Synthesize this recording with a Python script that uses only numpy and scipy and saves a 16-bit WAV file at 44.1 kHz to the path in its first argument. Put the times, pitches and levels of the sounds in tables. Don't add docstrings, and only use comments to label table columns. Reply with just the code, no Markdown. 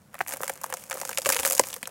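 import sys
import numpy as np
from scipy import signal
from scipy.fft import rfft, irfft, next_fast_len
from scipy.io import wavfile
from scipy.ndimage import map_coordinates

SR = 44100
rng = np.random.default_rng(int(sys.argv[2]) if len(sys.argv) > 2 else 0)


def generate_wav(sig):
    pcm = np.round(np.clip(np.atleast_2d(sig).T, -1, 1) * 32767).astype(np.int16)
    wavfile.write(sys.argv[1], SR, pcm)


N = 83790
TIME = np.arange(N) / SR
T = np.arange(4096) / SR
FREQS = np.fft.rfftfreq(len(T), 1 / SR) + 1


def amp(db):
    return 10 ** (np.asarray(db) / 20)


def unit(x):
    return x / np.sqrt(np.mean(x ** 2) + 1e-20)


def burst(x, db, window_s=0.005):
    return amp(db) * x * np.sqrt(window_s * SR / (np.sum(x ** 2) + 1e-20))


def add(out, s, x):
    i = int(round(s * SR))
    out[i:i + len(x)] += x[:N - i]


def causal(gain):
    cepstrum = irfft(np.log(np.maximum(gain, 1e-5)))
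    cepstrum[1:len(cepstrum) // 2] *= 2
    cepstrum[len(cepstrum) // 2 + 1:] = 0
    return irfft(np.exp(rfft(cepstrum)))


def colour(points):
    hz, db = np.transpose(points)
    return causal(amp(np.interp(np.log(FREQS), np.log(hz), db)))


def through(x, response):
    return signal.fftconvolve(x, response)[:len(x)]


def radiate(x, low_hz):
    return signal.sosfilt(signal.butter(3, low_hz, "high", fs=SR, output="sos"), x)


# (frequency [Hz], relative level [dB])
AIR_SPECTRUM = [(25, -38), (60, -5.5), (130, -0.5), (200, 1), (320, -10), (1000, -15), (3000, -27.5),
                (8000, -26.5), (15800, -31)]
def air():
    return amp(-58) * unit(through(rng.standard_normal(N), colour(AIR_SPECTRUM)))


# (frequency [Hz], relative level [dB])
FIZZ_SPECTRUM = [(1500, -22.5), (2700, -5.5), (3800, -7.5), (5000, -2.5), (7000, 2), (9500, 2),
                 (12500, -0.5), (15800, -4.5)]
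MURMUR_SPECTRUM = [(150, -19), (300, -4), (430, -4.5), (535, 0.5), (680, 0.5), (1000, -1), (2000, -4.5),
                   (3000, -10), (5000, -26)]
# (time [s], relative treble level [dB], relative body level [dB])
CRACKLE_LEVELS = [(0, -71, -70), (.11, -73, -71), (.14, -59, -52), (.258, -55, -86), (.28, -46.5, -54),
                  (.34, -42.5, -42.5), (.395, -51.5, -56.5), (.44, -45.5, -47.5), (.52, -45.5, -49.5),
                  (.58, -51.5, -51.5), (.68, -49.5, -48), (.75, -48.5, -48.5), (.79, -47, -51.5),
                  (.815, -44.5, -49), (.88, -47.5, -52.5), (.978, -44, -46.5), (1.1, -40.5, -49.5),
                  (1.234, -46.5, -53.5), (1.275, -27, -35.5), (1.348, -33, -41.5), (1.412, -34, -41),
                  (1.476, -31, -37), (1.54, -32.5, -42), (1.608, -36.5, -46.5), (1.75, -44.5, -49.5),
                  (1.81, -54, -62.5), (1.9, -57, -54.5)]
def crackle(fractures_per_s=900, spread_db=5, even_rustle=0.081):
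    times, treble_db, body_db = np.transpose(CRACKLE_LEVELS)
    fractures = rng.random(N) < fractures_per_s / SR
    sizes = fractures * amp(spread_db * np.minimum(rng.exponential(size=N), 3.5))
    power = np.abs(through(sizes ** 2, np.exp(-T / 0.00049)))
    grains = np.sqrt(power / power.mean() + even_rustle)
    fizz = unit(through(grains * rng.standard_normal(N), colour(FIZZ_SPECTRUM)))
    murmur = unit(through(grains * rng.standard_normal(N), colour(MURMUR_SPECTRUM)))
    fizz *= amp(np.interp(TIME, times, treble_db) - 1)
    murmur *= amp(np.interp(TIME, times, body_db) - 1.5)
    return fizz + murmur


def ruptures(spiky):
    return rng.standard_normal(len(T)) * np.exp(spiky * np.clip(rng.standard_normal(len(T)), -2, 2))


def chips(mean_delay_s=0.0062, die_s=0.00066):
    age = T - mean_delay_s * rng.gamma(2, 0.5, size=(3, 1))
    sizes = rng.random(size=(3, 1))
    return np.sum(sizes * (age > 0) * np.exp(-np.abs(age) / die_s), axis=0)


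# (frequency [Hz], relative level [dB])
SPLINTER_SPECTRUM = [(1500, -17), (3000, -21.5), (3800, -12), (4800, -4), (7000, 3), (9500, 1.5),
                     (12500, -0.5), (15800, -6.5)]
def splinters(centre_hz, debris, usual_hz=9240, die_s=0.0013):
    db_per_octave = 23.5 * np.log2(centre_hz / usual_hz)
    tilt_db = db_per_octave * np.log2(np.maximum(FREQS, 4000) / usual_hz)
    gain = np.abs(rfft(colour(SPLINTER_SPECTRUM))) * amp(tilt_db)
    return through(ruptures(spiky=0.61) * (np.exp(-T / die_s) + debris), causal(gain))


def snap(hz, debris, width_octaves=0.69, die_s=0.0019):
    band = 1 / (1 + (np.log2(FREQS / hz) / width_octaves) ** 2) ** 1.24
    envelope = np.exp(-T / die_s) + amp(-4.5) * debris
    return through(ruptures(spiky=0.61) * envelope, causal(band))


# (frequency [Hz], relative level [dB], time to fall 60 dB [s])
SHEET_MODES = [(676.6, -4, 0.031), (771, -3.5, 0.02), (912, -2, 0.017), (1124, -1.5, 0.011)]
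def flex(glide=0.3, glide_s=0.0034, rise_s=0.00091):
    swept = T + glide * glide_s * (1 - np.exp(-T / glide_s))
    ring = np.zeros(len(T))
    for hz, db, t60 in SHEET_MODES:
        envelope = amp(db + rng.normal(0, 3.5) - 60 * T / t60)
        pitch = hz * (1 + rng.normal(0, 0.039))
        ring += envelope * np.sin(2 * np.pi * (pitch * swept + rng.random()))
    return ring * (1 - np.exp(-T / rise_s))


# (time [s], splinter level [dB], nominal splinter centre [Hz], snap level [dB],
# snap pitch [Hz], flex level [dB], hollow note level [dB])
ICE_CRACKS = [(0.143, -40, 12100.0, -38.5, 1530.0, -45.5, -45),
              (0.1525, -52.0, 9700.0, -42, 1540.0, -43.5, -63), (0.19, -41, 9900, -44.5, 1990.0, -54, -54),
              (0.2754, -34, 11300.0, -46.0, 1830.0, -50, -60.0), (0.2821, -31, 9900, -40, 2030.0, -45, -55),
              (0.292, -30.5, 11200, -43.0, 1600.0, -43, -57), (0.299, -37, 9900.0, -49.0, 1680.0, -48, -59),
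              (0.3091, -36, 9600, -38, 1410, -40, -50), (0.3225, -35, 8400.0, -34.0, 1450.0, -39, -49),
              (0.3286, -33.5, 8800.0, -45.0, 2110.0, -48, -51), (0.337, -29.0, 9800, -35.5, 1520, -44, -38),
              (0.3704, -34.5, 10500.0, -47.0, 1730.0, -44.5, -50.0),
              (0.4154, -33.5, 11300.0, -49, 1530.0, -44, -56),
              (0.422, -34.0, 11400.0, -44, 1540.0, -42, -43),
              (0.4331, -30.0, 10600.0, -28.5, 1300.0, -35.5, -35),
              (0.4424, -32.5, 10800.0, -43.0, 1900.0, -46.0, -41.0),
              (0.479, -29.5, 8600, -34.0, 1700.0, -40, -44), (0.496, -27.5, 10000, -27, 1530, -28.5, -33),
              (0.5363, -39.5, 10200, -60, 2290.0, -56, -58),
              (0.6143, -36.5, 10900.0, -51.0, 1630.0, -47, -49),
              (0.6359, -34, 8600, -60, 1610.0, -40.5, -57), (0.641, -30.5, 10300.0, -28, 1240, -34, -51),
              (0.6627, -37.5, 11200.0, -50, 1370.0, -47, -46),
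              (0.701, -37, 10900.0, -47.0, 1500.0, -39.5, -44),
              (0.7257, -35.0, 8900, -31.0, 1670, -34.5, -35.5),
              (0.7391, -28.0, 8900, -36, 1270, -32.5, -40.0),
              (0.7701, -37.5, 9600.0, -43.0, 2240.0, -55, -47.5),
              (0.8989, -31.5, 11500, -57, 2170.0, -44.0, -50), (0.9106, -32, 7760, -33.0, 1880, -36, -39),
              (0.9159, -36, 8800.0, -31.5, 1610, -35, -41), (0.9276, -34, 8300.0, -33.0, 1760, -39, -39),
              (0.9415, -33, 10700.0, -56, 2150.0, -51, -37), (0.972, -38, 8600.0, -45, 1720, -40.5, -40),
              (1.001, -36, 9600.0, -46, 1990.0, -52, -49), (1.0145, -30.0, 8500, -36.5, 1860.0, -38, -36),
              (1.0318, -43, 9900.0, -45, 1630.0, -35, -49), (1.0516, -31, 8200, -39.5, 1600, -37.5, -39.5),
              (1.0923, -28.5, 9100, -33, 1420, -36, -39), (1.113, -39.0, 9300.0, -37.5, 1660, -39.5, -42.5),
              (1.1302, -37.0, 8100.0, -35.5, 2080, -55, -52), (1.1743, -25, 7250, -25.5, 2130, -61, -47),
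              (1.1775, -35, 7900, -39, 2230, -37, -47), (1.184, -22.5, 8300, -32, 1830.0, -34.5, -27.5),
              (1.218, -32.0, 7300, -47.0, 1870.0, -45, -55), (1.2494, -32.0, 8100, -36.5, 2630, -45, -50),
              (1.259, -26, 7850, -21.5, 1630, -35, -28), (1.2654, -25.5, 8800, -32.5, 1910, -30.5, -22),
              (1.2907, -17, 8250, -24.5, 1700.0, -46, -28.5),
              (1.3012, -21.5, 8500.0, -24.5, 1490, -32.5, -28.5),
              (1.3228, -22.5, 9200, -26, 2540, -52, -48), (1.3266, -22, 8800.0, -28, 2090, -39, -34),
              (1.3343, -38.0, 8900.0, -29.0, 2060, -47, -44),
              (1.3457, -26.0, 8800.0, -33, 2410.0, -46, -43),
              (1.3561, -31, 9100.0, -34, 1790.0, -44, -32.5),
              (1.3645, -26.0, 9500, -26.5, 1930, -33.5, -42),
              (1.3685, -30.0, 9300.0, -31, 2240.0, -43, -41),
              (1.391, -29.5, 8300.0, -28.5, 2300.0, -37.5, -38),
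              (1.398, -29.0, 8560, -42, 1710.0, -37, -33.5), (1.4322, -36, 9000.0, -32, 2550.0, -35.0, -41),
              (1.4504, -20.5, 8700, -22.0, 1920, -34, -28.5),
              (1.4574, -20.5, 9300.0, -35.0, 1840.0, -44.0, -30),
              (1.4642, -22.5, 8500.0, -31.5, 2030.0, -30, -32.5),
              (1.4746, -22.5, 10400, -37, 1860.0, -47.0, -39),
              (1.484, -29.0, 9700.0, -44, 2230.0, -53, -53), (1.4998, -21.5, 10200, -42, 2160.0, -50, -35),
              (1.509, -22.0, 9400.0, -31.5, 2100, -33.5, -33.0),
              (1.5224, -20.0, 9700, -38.5, 2090.0, -47, -38), (1.5304, -23.5, 9900, -40, 2200, -42, -34),
              (1.5502, -24.0, 8900.0, -48, 2430.0, -46, -37.0), (1.566, -32, 9000.0, -42, 1840.0, -44, -53),
              (1.5792, -24.5, 8400, -34.5, 2000, -40.0, -51), (1.637, -34.5, 7040, -35, 2140, -39.0, -41),
              (1.67, -34.5, 8900, -49.0, 2110.0, -47, -52), (1.6863, -34, 10000.0, -48, 2210.0, -52.0, -48),
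              (1.701, -42.0, 8400.0, -42.5, 3020, -58, -56), (1.7297, -35, 7400.0, -37.5, 3160, -48, -53.0),
              (1.7407, -30.0, 10000.0, -38.5, 2360, -45, -59), (1.7636, -36, 8950, -43.5, 1410, -45, -41),
              (1.8291, -32.5, 9100, -31.5, 2430, -40.5, -46),
              (1.8556, -48.0, 8900.0, -38.0, 3000, -55, -50.5),
              (1.8736, -30.5, 9600, -40, 1600.0, -40, -43.5)]
def cracks():
    out = np.zeros(N)
    spray = amp(-16.5) * np.exp(-T / 0.0036)
    for s, splinter_db, splinter_hz, snap_db, snap_hz, flex_db, _ in ICE_CRACKS:
        debris = spray + amp(-9) * chips()
        add(out, s, burst(splinters(splinter_hz, debris), splinter_db))
        add(out, s, burst(snap(snap_hz, debris), snap_db))
        add(out, s, burst(flex(), flex_db))
    return out


def hollow_note(hz=533, waver_hz=25, wavers_per_s=110, rise_s=0.0028, t60_s=0.04):
    times, _, body_db = np.transpose(CRACKLE_LEVELS)
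    power = amp(np.interp(TIME, times, body_db) - 10.5) ** 2
    swing = (1 - np.exp(-T / rise_s)) * amp(-60 * T / t60_s)
    for s, *_, note_db in ICE_CRACKS:
        add(power, s, burst(swing, note_db) ** 2)
    waver = map_coordinates(rng.standard_normal(1024), [TIME * wavers_per_s])
    return np.sqrt(2 * power) * np.sin(2 * np.pi * np.cumsum(hz + waver_hz * waver) / SR)


# (time [s], level [dB], pitch [Hz], edge hardness [ratio])
KNOCKS_AND_RINGS = [(.183, -47, 1500, 1.6), (0.1914, -47, 1410, 1.7), (.206, -23.5, 840, 2.4),
                    (.2088, -25, 800, 1), (0.2114, -21.5, 810, 2.2), (.264, -40, 1080, 3.2),
                    (.4058, -31.5, 530, 0.92), (.501, -38.5, 480, .3), (.954, -34, 556, 0.35),
                    (1.02, -38.5, 690, .3), (1.262, -36, 417, 0.55)]
def knocks_and_rings(top_hz=2800, die_cycles=0.83):
    out = np.zeros(N)
    lowpass = signal.butter(6, top_hz, fs=SR, output="sos")
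    for s, db, hz, hardness in KNOCKS_AND_RINGS:
        cycles = hz * T
        tone = np.sin(2 * np.pi * cycles) * np.exp(-cycles / die_cycles)
        edge = hardness * np.sin(2 * np.pi * 2.03 * cycles) * np.exp(-cycles / 0.34)
        grit = 0.05 * ruptures(spiky=0.64) * np.exp(-T / 0.0068)
        body = radiate(signal.sosfilt(lowpass, tone + edge), low_hz=0.76 * hz)
        add(out, s, burst(body + grit, db))
    return out


# (time [s], level [dB], pitch [Hz])
WEIGHT_THUDS = [(.211, -49, 133), (.407, -49, 159), (1.265, -44, 128), (1.265, -43, 227), (1.284, -49, 150),
                (1.387, -41, 70.5), (1.607, -41.5, 257), (1.615, -43.5, 120), (1.83, -48, 214)]
def thuds(swell_cycles=0.49):
    out = np.zeros(N)
    for s, db, hz in WEIGHT_THUDS:
        age = hz * T / swell_cycles
        add(out, s, burst(np.sin(2 * np.pi * hz * T) * age * np.exp(-age), db))
    return out


# (frequency [Hz], relative level [dB])
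TEAR_SPECTRUM = [(600, -0.5), (2000, -3), (3700, -17.5), (5000, -1), (7400, -2.5), (10300, -1),
                 (12500, -17), (15800, -8)]
# (frequency [Hz], gain [dB], delay [s], rise [s], time to fall 60 dB [s])
SWING_MODES = [(539, -5, 0.00221, .0005, 0.023), (994, -6, 0.00051, 0.0012, 0.021),
               (820, -9.5, 0.0011, 0.00043, .017), (2030, -11.5, 0.00018, 0.00022, 0.015),
               (358, -23, 0.0015, 0.0011, 0.027)]
def big_break(at_s=1.5946, tear_s=0.0014):
    out = np.zeros(N)
    after_tear = np.maximum(T - tear_s, 0)
    envelope = np.exp(-after_tear / 0.0014) + amp(-5) * np.exp(-after_tear / 0.0042)
    tear = through(ruptures(spiky=0.12) * envelope, colour(TEAR_SPECTRUM))
    add(out, at_s, burst(tear, db=-11))
    for hz, db, delay, rise, t60 in SWING_MODES:
        age = np.maximum(T - delay, 0)
        swing = amp(db - 60 * age / t60) * (1 - np.exp(-age / rise))
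        add(out, at_s, swing * np.sin(2 * np.pi * hz * age))
    return radiate(out, low_hz=348)


def shore(x, db=-20.5, t60_s=0.098):
    spectrum = [(200, 9), (1200, -5.5), (3000, 0), (6000, -5), (15000, -11.5)]
    tail = through(rng.standard_normal(len(T)), colour(spectrum))
    tail *= amp(-60 * T / t60_s) * (1 - np.exp(-T / 0.00049))
    return amp(db) * through(x, tail / np.linalg.norm(tail))


def scene():
    ice = crackle() + cracks() + hollow_note() + knocks_and_rings() + thuds() + big_break()
    return radiate(ice + shore(ice) + air(), low_hz=35)[None]


def record(dry, top_hz=16100):
    size = next_fast_len(N + SR // 2)
    passband = np.fft.rfftfreq(size, 1 / SR) < top_hz
    return irfft(rfft(dry, size) * passband, size)[..., :N]


dry = scene()
out = record(dry)
generate_wav(out)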